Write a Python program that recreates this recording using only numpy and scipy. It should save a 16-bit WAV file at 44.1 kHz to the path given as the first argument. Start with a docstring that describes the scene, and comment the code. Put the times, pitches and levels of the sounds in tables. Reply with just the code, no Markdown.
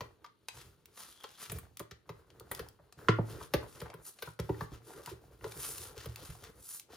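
"""Opening a cardboard mailing box

Close to the microphone, on a wooden table in a small room, a utility knife picks and slices at the tape
and is dropped on the table; hands turn and grip the hollow box, then rip the flap open in long pulls.
Box, table and knife ring as struck modes; snaps and crunches are bursts of filtered noise; friction and
rubbing are showers of random clicks; flexing and room air are shaped noise, the room a decaying noise tail.
"""
import sys
import numpy as np
from scipy import signal
from scipy.fft import rfft, irfft
from scipy.io import wavfile
from scipy.ndimage import uniform_filter1d

SR = 44100
rng = np.random.default_rng(int(sys.argv[2]) if len(sys.argv) > 2 else 0)


def materialize(psi):
    """Save the field psi as 16-bit PCM at rate SR to the path in sys.argv[1].

    A 1-D psi becomes a single channel; in a 2-D psi each row is a channel.
    """
    bounded = np.clip(np.atleast_2d(psi).T, -1, 1)
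    quanta = np.round(bounded * 32767).astype(np.int16)
    wavfile.write(sys.argv[1], SR, quanta)


N = 306936
TIME = np.arange(N) / SR
HIT_TIME = TIME[:SR // 2]  # half a second for each hit and for the room tail

# Modes of the box: air cavity, wide panels, stiff edges; each hit may shift the pitch of panels and edges.
# Each row: unshifted frequency in Hz, relative level in dB, t60 in s.
CAVITY_MODES = [(71.7, 4, 0.21), (113.5, 5, 0.26), (158, 8, 0.11)]
PANEL_MODES = [(332.3, -7, 0.079), (399, 3, 0.043), (450, 8.5, 0.021), (600.4, -1, 0.038)]
EDGE_MODES = [(971, 4.5, 0.016), (1250, 1, 0.025), (1400, 4, 0.0097), (1910, -5, 0.0092)]


def from_db(db):
    """Turn decibels into an amplitude factor."""
    return 10 ** (np.asarray(db) / 20)


def rms_one(x):
    """Scale a signal to an RMS of 1."""
    return x / np.sqrt(np.mean(x ** 2) + 1e-20)


def at_hz(points, hz, axis=1):
    """Read a column of a table on a log-frequency axis."""
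    points = np.array(points)
    return np.interp(np.log(hz + 1), np.log(points[:, 0]), points[:, axis])


def colour(x, spectrum):
    """Weight a signal with a spectrum in dB."""
    gain = from_db(at_hz(spectrum, np.fft.rfftfreq(N, 1 / SR)))
    return irfft(rfft(x) * gain, N)


def band(x, low_hz, high_hz):
    """Causal band-pass."""
    edges_hz = [low_hz, min(high_hz, 0.45 * SR)]
    return signal.sosfilt(signal.butter(2, edges_hz, "band", fs=SR, output="sos"), x + 1e-18)


def soften(x, cutoff_hz):
    """A soft contact passes only the low part of a push."""
    return signal.sosfilt(signal.butter(4, min(cutoff_hz, SR / 3), fs=SR, output="sos"), x)


def drift(rate):
    """Random wandering with RMS 1, through this many new values per second."""
    knots = rng.standard_normal(N // 40)
    return rms_one(np.interp(TIME * rate, np.arange(len(knots)), knots))


def add(out, s, sound):
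    """Mix a sound in at a time in seconds."""
    start = max(round(s * SR), 0)
    out[start:start + len(sound)] += sound[:N - start]


def at_level(x, db):
    """Scale a hit so that its loudest 20 ms have this RMS level."""
    loudest = np.sqrt(uniform_filter1d(x ** 2, SR // 50).max() + 1e-20)
    return x * from_db(db) / loudest


def contact(chatter, t60, rise_s=0.00049, uneven_db=4.0):
    """One push with a dying chatter of tiny uneven slips."""
    slips, sizes = rng.standard_normal((2, len(HIT_TIME)))
    decay = from_db(uneven_db * sizes - 60 * HIT_TIME / t60)
    slips = slips * decay * (1 - np.exp(-HIT_TIME / rise_s))
    push = HIT_TIME == 0
    return push + chatter * slips / np.linalg.norm(slips)


def ring(force, modes, lag_s, pitch=1):
    """A force rings decaying modes, each at a strength that varies by chance; low bending waves arrive later."""
    out = 0
    for k, (hz, db, t60) in enumerate(modes):
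        r = from_db(-60 / (t60 * SR))
        w = 2 * np.pi * hz * pitch / SR
        tone = signal.lfilter([0, np.sin(w)], [1, -2 * r * np.cos(w), r * r], force + 1e-18)
        delay_s = lag_s * np.sqrt(100 / hz)  # lag_s is the delay at 100 Hz
        late = np.interp(HIT_TIME - delay_s, HIT_TIME, tone, left=0)
        out = out + (-1) ** k * late * from_db(db + 2 * rng.standard_normal())
    return out


def grains(per_s, size_db):
    """Fibres let go at random: many tiny clicks, a few large ones."""
    sizes = from_db(size_db * np.minimum(rng.exponential(1, N), 5))
    return sizes * rng.standard_normal(N) * (rng.random(N) < per_s / SR)


def box_blows():
    """Blows ring cavity, panels and edges as the surface crunches; less crack means lower panels and edges."""
    # Blows on the box. Each row: start in seconds, then levels in dB of air cavity, panels, edges,
    # crack and fibres.
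    blows = [(0.007, -49, -45.5, -41.5, -46, -53.5), (0.244, -87.5, -75, -48, -57.5, -65),
             (1.24, -86, -52.5, -46.5, -49.5, -64), (1.518, -43.5, -51, -67, -47.5, -39.5),
             (1.585, -58, -73, -55.5, -55, -46), (1.8, -50.5, -45, -45.5, -53.5, -50.5),
             (1.911, -53, -57.5, -56, -50, -61), (2.092, -46, -46.5, -46.5, -52.5, -58),
             (2.514, -55, -47.5, -41, -44.5, -37), (2.593, -46.5, -42, -47.5, -45, -47),
             (3.537, -32, -27.5, -34.5, -31.5, -34), (3.816, -43.5, -43.5, -47.5, -51.5, -52),
             (3.939, -52, -51.5, -52, -57.5, -55), (4.223, -63, -45, -44.5, -42, -42.5),
             (4.391, -35.5, -37.5, -44.5, -50, -53), (4.492, -34, -30.5, -37.5, -59.5, -61),
             (4.608, -39, -46, -37.5, -51, -52.5), (5.442, -58, -40, -46, -50, -57.5),
             (6.057, -43.5, -46, -53.5, -49.5, -48.5)]
    out = np.zeros(N)
    for s, cavity_db, panel_db, edge_db, crack_db, fibre_db in blows:
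        push = contact(chatter=1.36, t60=0.035)
        crunch = contact(chatter=3.7, t60=0.043)
        panel_pitch = 1 + 0.0027 * (crack_db - panel_db)
        edge_pitch = 1.127 * from_db(0.15 * (crack_db - edge_db))
        add(out, s, at_level(ring(push, CAVITY_MODES, lag_s=0.00798), cavity_db))
        add(out, s, at_level(ring(push, PANEL_MODES, lag_s=0.00659, pitch=panel_pitch), panel_db))
        add(out, s, at_level(ring(push, EDGE_MODES, lag_s=0, pitch=edge_pitch), edge_db))
        add(out, s, at_level(band(crunch, 1300, 6800), crack_db))
        add(out, s, at_level(band(crunch, 7000, 15000), fibre_db))
    return out


def held_pitch():
    """Each bump finds the walls tuned up to 4 % higher or lower by the hold."""
    return 1 + rng.uniform(-0.04, 0.04)


def bumps():
    """Fingers land and walls buckle: soft pushes into all the modes of the box."""
    # Fingers bump the walls and the card buckles.
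    # Each row: start in seconds, level in dB, contact softness as a low-pass cut-off in Hz.
    soft_pushes = [(2.406, -52, 1610), (2.603, -49.5, 450), (2.795, -59.5, 1800), (3.41, -44.5, 1400),
                   (3.627, -51, 1800), (4.274, -44.5, 1470), (4.719, -42.5, 286), (5.074, -44, 1810),
                   (5.112, -44.5, 360), (5.461, -44, 1120), (5.967, -48.5, 605), (6.076, -43, 167),
                   (6.289, -42.5, 202)]
    out = np.zeros(N)
    for s, db, soft_hz in soft_pushes:
        push = soften(contact(chatter=1.5, t60=0.052), soft_hz)
        walls = ring(push, PANEL_MODES + EDGE_MODES, lag_s=0, pitch=held_pitch())
        cavity = from_db(-13) * ring(push, CAVITY_MODES, lag_s=0)
        add(out, s, at_level(walls + cavity, db))
    return out


def snaps(gain_db=-15.0, width=4.0, t60_at_1_hz=1.0):
    """Tape and card give way in a tight cluster of cracks; the higher its pitch, the sooner it is over."""
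    # Snaps of tape and card. Each row: start in seconds, level in dB before gain_db, centre in Hz.
    cracks = [(0.262, -45.5, 1300), (0.4847, -25.5, 2510), (0.857, -40.5, 6440), (0.975, -39.5, 1290),
              (1.236, -39.5, 4270), (1.4979, -29.5, 2250), (1.771, -32.5, 5570), (1.795, -28.5, 5900),
              (2.303, -47, 1670), (2.398, -37.5, 8800), (2.549, -29, 9400), (2.6867, -39, 13000),
              (2.925, -41.5, 2620), (3.803, -35, 2020), (3.881, -49, 900), (3.901, -39, 1470),
              (4.188, -40.5, 1400), (4.262, -41, 1400), (4.399, -30, 2980), (5.06, -31, 3410),
              (5.52, -34.5, 2410), (5.7812, -30.5, 9520), (6.159, -31, 6300), (6.797, -31, 9800)]
    out = np.zeros(N)
    for s, db, hz in cracks:
        cluster = contact(chatter=2.1, t60=t60_at_1_hz / np.sqrt(hz))
        add(out, s, at_level(band(cluster, hz / width, hz * width), db + gain_db))
    return out


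def stroke_levels():
    """Gains of scrape and hiss: both rise and fall with the speed of each stroke."""
    # Strokes of blade, fingers and tearing flap; each gathers speed, then runs out.
    # Each row: time of greatest speed in seconds, swell in s, fade in s, scrape in dB, fibre hiss in dB.
    strokes = [(0.572, 0.071, 0.15, -58, -61), (0.994, 0.058, 0.2, -55, -53), (1.3, 0.44, 0.19, -63.5, -69),
               (1.422, 0.062, 0.11, -50.5, -51), (2.555, 0.084, 0.11, -62.5, -61),
               (3.308, 0.054, 0.11, -55, -58), (3.433, 0.067, 0.059, -54.5, -55.5),
               (3.8, 0.47, 0.13, -65, -64.5), (4.073, 0.053, 0.068, -62, -48),
               (4.269, 0.16, 0.097, -62, -60.5), (4.66, 0.27, 0.058, -65, -79),
               (4.745, 0.039, 0.04, -54.5, -78), (4.91, 0.083, 0.15, -60.5, -57.5),
               (5.11, 0.14, 0.043, -55, -56.5), (5.49, 0.071, 0.12, -57.5, -59.5),
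               (5.661, 0.13, 0.19, -49, -39.5), (5.831, 0.33, 0.1, -54.5, -48),
               (5.979, 0.028, 0.16, -50, -74), (6.259, 0.2, 0.26, -57, -58),
               (6.451, 0.04, 0.044, -50.5, -99), (6.744, 0.15, 0.068, -59.5, -43),
               (6.94, 0.044, 0.03, -54, -61)]
    depth_db, roundness = 20.5, 1.455  # drop at the ends of swell and fade; 1 = pointed, 2 = bell-shaped
    resting_db = -88  # fingers lying on the card
    power = from_db(resting_db) ** 2
    for s, swell_s, fade_s, *levels_db in strokes:
        away = np.maximum((s - TIME) / swell_s, (TIME - s) / fade_s)
        speed = from_db(-depth_db * np.minimum(away, 10) ** roundness)
        power = power + np.outer(from_db(levels_db), speed) ** 2
    return np.sqrt(power)


def shifting(x, patchy_db=2.0, per_s=28):
    """The contact wanders over the card, so each octave swells and sinks on its own."""
    spectrum, out = rfft(x), 0
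    octave = np.log2(np.fft.rfftfreq(N, 1 / SR) + 1)
    for k in range(7, 15):  # overlapping bands centred on 2**k Hz
        weight = np.maximum(1 - abs(octave - k), 0)
        out = out + irfft(spectrum * weight, N) * from_db(patchy_db * drift(per_s))
    return rms_one(out)


def friction(scrape_gain, hiss_gain, judder_db=2.12, crackle_db=-10.5):
    """Sticking and slipping jerks shed fine and coarse fibres, while breaking bundles crackle."""
    # Colours of fine hiss and coarse scrape. Each row: frequency in Hz, relative level in dB.
    hiss_colour = [(800, -16.5), (1230, -7.5), (2200, -13), (4000, 2), (9500, 15.5), (13200, 12.5),
                   (16000, 1)]
    scrape_colour = [(720, -4.5), (1280, 3.5), (2200, -5.5), (3200, -2), (5000, -3), (11000, -11)]
    jerks = from_db(judder_db * (drift(220) + drift(40) / 2))
    fine = colour(grains(per_s=14000, size_db=1.0) * jerks, hiss_colour)
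    coarse = colour(grains(per_s=3500, size_db=1.14) * jerks, scrape_colour)
    bundles = rms_one(band(grains(per_s=260, size_db=2.5), 2000, 7500))
    hiss = hiss_gain * rms_one(fine)
    scrape = scrape_gain * shifting(coarse)
    crackle = from_db(crackle_db) * scrape_gain * bundles
    return hiss + scrape + crackle


def knife_drop(handle_pan_db=-4.5, rattle_low_hz=260, rattle_high_hz=2600):
    """The hollow handle clacks off to the right and rattles, the table thuds; then a duller knock."""
    # The knife lands and rocks down. Each row: start in seconds, table in dB, handle in dB, rattle in dB,
    # contact softness as a low-pass cut-off in Hz.
    drops = [(3.0849, -22, -24, -27.5, 9400), (3.185, -27, -46.5, -32, 810)]
    # Modes of table top and hollow handle. Each row: frequency in Hz, relative level in dB, t60 in s.
    table_modes = [(111.5, -5.5, 0.33), (160, 4.5, 0.04), (322, -11, 0.25), (398, 5, 0.029),
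                   (454, -3.5, 0.024)]
    handle_modes = [(1000, -4.5, 0.04), (1397, 4.5, 0.025), (1400, -17.5, 0.257), (1540, 1, 0.0093),
                    (1955, -12, 0.015)]
    table, handle = np.zeros((2, N))
    for s, table_db, handle_db, rattle_db, soft_hz in drops:
        push = contact(chatter=0.4, t60=0.007)
        thud = soften(ring(push, table_modes, lag_s=0.01124), soft_hz)
        clack = soften(ring(push, handle_modes, lag_s=0), soft_hz)
        rattle = soften(band(contact(chatter=10.0, t60=0.051), rattle_low_hz, rattle_high_hz), soft_hz)
        add(table, s, at_level(thud, table_db) + at_level(rattle, rattle_db))
        add(handle, s, at_level(clack, handle_db))
    return table + handle * from_db([[handle_pan_db], [-handle_pan_db]])


def blade(cut_db=-70.5, low_hz=3180, high_hz=3480, fade_s=0.066, t60=0.042):
    """The steel blade pings when it catches, and sings roughly while it is drawn through the tape."""
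    # The blade catches and pings, lower when more of it is free.
    # Each row: start in seconds, level in dB, pitch in Hz.
    pings = [(0.486, -47, 2512), (1.241, -53, 3250)]
    # The draw through the tape: start in seconds, end in seconds.
    start_s, end_s = (1.03, 1.5)
    drawn = np.clip(np.minimum(TIME - start_s, end_s - TIME) / fade_s, 0, 1)
    singing = rms_one(band(grains(per_s=740, size_db=4.0), low_hz, high_hz))
    out = from_db(cut_db) * drawn * singing
    for s, db, hz in pings:
        add(out, s, at_level(ring(HIT_TIME == 0, [(hz, db, t60)], lag_s=0), db))
    return out


def grip_levels():
    """Gains of rub and flexing: each grip builds quickly, holds and eases off."""
    # A hand presses, holds and lets go of the box. Each row: start of the hold in seconds, hold in s,
    # wall rub in dB, flexing in dB; flexing() trims and varies both.
    grips = [(0.01, 0.018, -58, -59), (0.545, 0.11, -63.5, -55.5), (1.512, 0.014, -53.5, -43),
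             (2.077, 0.082, -60, -59), (2.273, 0.19, -61.5, -63), (2.52, 0.13, -54, -51),
             (2.982, 0.19, -58, -55.5), (3.22, 0.18, -54.5, -55), (3.6, 0.11, -53, -55),
             (3.805, 0.087, -52.5, -55.5), (4.445, 0.24, -54.5, -50), (4.87, 0.2, -55.5, -61),
             (5.155, 0.29, -61.5, -57.5), (5.418, 0.45, -56, -54), (5.963, 0.15, -55, -59),
             (6.176, 0.33, -58, -55), (6.913, 0.029, -50.5, -57)]
    press_db_per_s, relax_db_per_s = 813, 96  # how fast a grip builds and eases
    resting_db = -76  # hands merely holding the box
    power = from_db(resting_db) ** 2
    for s, hold_s, *levels_db in grips:
        before = np.clip(s - TIME, 0, 1)
        after = np.clip(TIME - s - hold_s, 0, 1)
        pressure = from_db(-press_db_per_s * before - relax_db_per_s * after)
        power = power + np.outer(from_db(levels_db), pressure) ** 2
    return np.sqrt(power)


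def flexing(grip_gain_db=-3.5, lumpy_db=4.0):
    """Shifting hands rub the walls in small separate slips and pump the air inside the box."""
    # Colours of wall rub and pumped air. Each row: frequency in Hz, relative level in dB.
    rub_colour = [(220, -6), (350, 8.5), (450, 6.5), (720, -8), (1400, -5), (4500, -44)]
    rumble_colour = [(25, -19), (55, 4.5), (130, 4.5), (320, -28.5)]
    rub_gain, flex_gain = grip_levels()
    grip = from_db(grip_gain_db + lumpy_db * drift(30))
    slips = grains(per_s=3000, size_db=2)
    rub = rub_gain * rms_one(colour(slips, rub_colour))
    pumped_air = flex_gain * rms_one(colour(rng.standard_normal(N), rumble_colour))
    return grip * (rub + pumped_air)


def creaks(per_s=22, spread_db=4, low_hz=500, high_hz=2000):
    """The squeezed card ticks at random, each time at another spot with its own pitch."""
    out = np.zeros(N)
    rub_gain, _ = grip_levels()
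    for place, weakness, spot in rng.random((round(per_s * N / SR), 3)):
        hz = low_hz * (high_hz / low_hz) ** spot  # top of the tick's one-octave band
        i = int(place * N)
        tick = band(contact(chatter=1.5, t60=0.016), hz / 2, hz)
        add(out, TIME[i], rub_gain[i] * at_level(tick, -spread_db * weakness))
    return out


def room(x):
    """Diffuse reflections, different at each side, dying at their own pace in each octave."""
    # The small room. Each row: frequency in Hz, t60 in s, level in dB of the octave's tail.
    reverberation = [(101, 0.95, -20), (432, 0.25, -6), (2450, 0.29, -3), (13000, 0.17, -13)]
    tail = 0
    edges_hz = 40 * 2.0 ** np.arange(10)
    for low, high in zip(edges_hz, edges_hz[1:]):
        hz = np.sqrt(low * high)
        fade = from_db(-60 * HIT_TIME / at_hz(reverberation, hz))
        fade = fade * (HIT_TIME > 0.002)  # reflections come after the direct sound
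        noise = band(rng.standard_normal((2, len(HIT_TIME))), low, high)
        level = from_db(at_hz(reverberation, hz, axis=2))
        tail = tail + noise * fade / np.linalg.norm(fade) * level
    return signal.fftconvolve(x[None], tail, axes=1)[:, :N]


def scene(air_db=-76.0):
    """Everything happens close by on the table, over the faint air of the room."""
    # Colour of the quiet room. Each row: frequency in Hz, relative level in dB.
    air_colour = [(25, -12.5), (100, 13.5), (400, 10), (1300, -12.5), (2800, -5), (4500, -4.5),
                  (8000, -84.5)]
    box = box_blows() + bumps() + snaps()
    knife = blade() + knife_drop()
    hands = friction(*stroke_levels()) + flexing() + creaks()
    direct = box + knife + hands
    # one noise shared by both sides plus one for each side
    noise = rng.standard_normal(N) + rng.standard_normal((2, N))
    air = rms_one(colour(noise, air_colour))
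    return direct + room(direct.mean(axis=0)) + from_db(air_db) * air


def record(dry):
    """A microphone pair: sides differ in colour, ports turn the right's phase; deep bass and top are cut."""
    # Left-right balance. Each row: frequency in Hz, left over right in dB.
    balance = [(120, -1.5), (450, 0), (1300, 1), (2200, 3), (5000, 3.5), (8500, 0)]
    # Port resonances at the right side. Each row: frequency in Hz, width in Hz.
    ports = [(8700, 1360), (12150, 2120), (15700, 2300)]
    left = colour(dry[0], [(hz, db / 2) for hz, db in balance])
    right = colour(dry[1], [(hz, -db / 2) for hz, db in balance])
    for hz, width in ports:
        r = np.exp(-np.pi * width / SR)
        poles = [1, -2 * r * np.cos(2 * np.pi * hz / SR), r * r]
        right = signal.lfilter(poles[::-1], poles, right)  # all-pass: turns phase, keeps level
    bass_cut = signal.butter(4, 38, "high", fs=SR, output="sos")
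    top_cut = signal.ellip(10, 0.1, 80, 16100, fs=SR, output="sos")
    return signal.sosfilt(top_cut, signal.sosfilt(bass_cut, [left, right]))


dry = scene()
out = record(dry)
materialize(out)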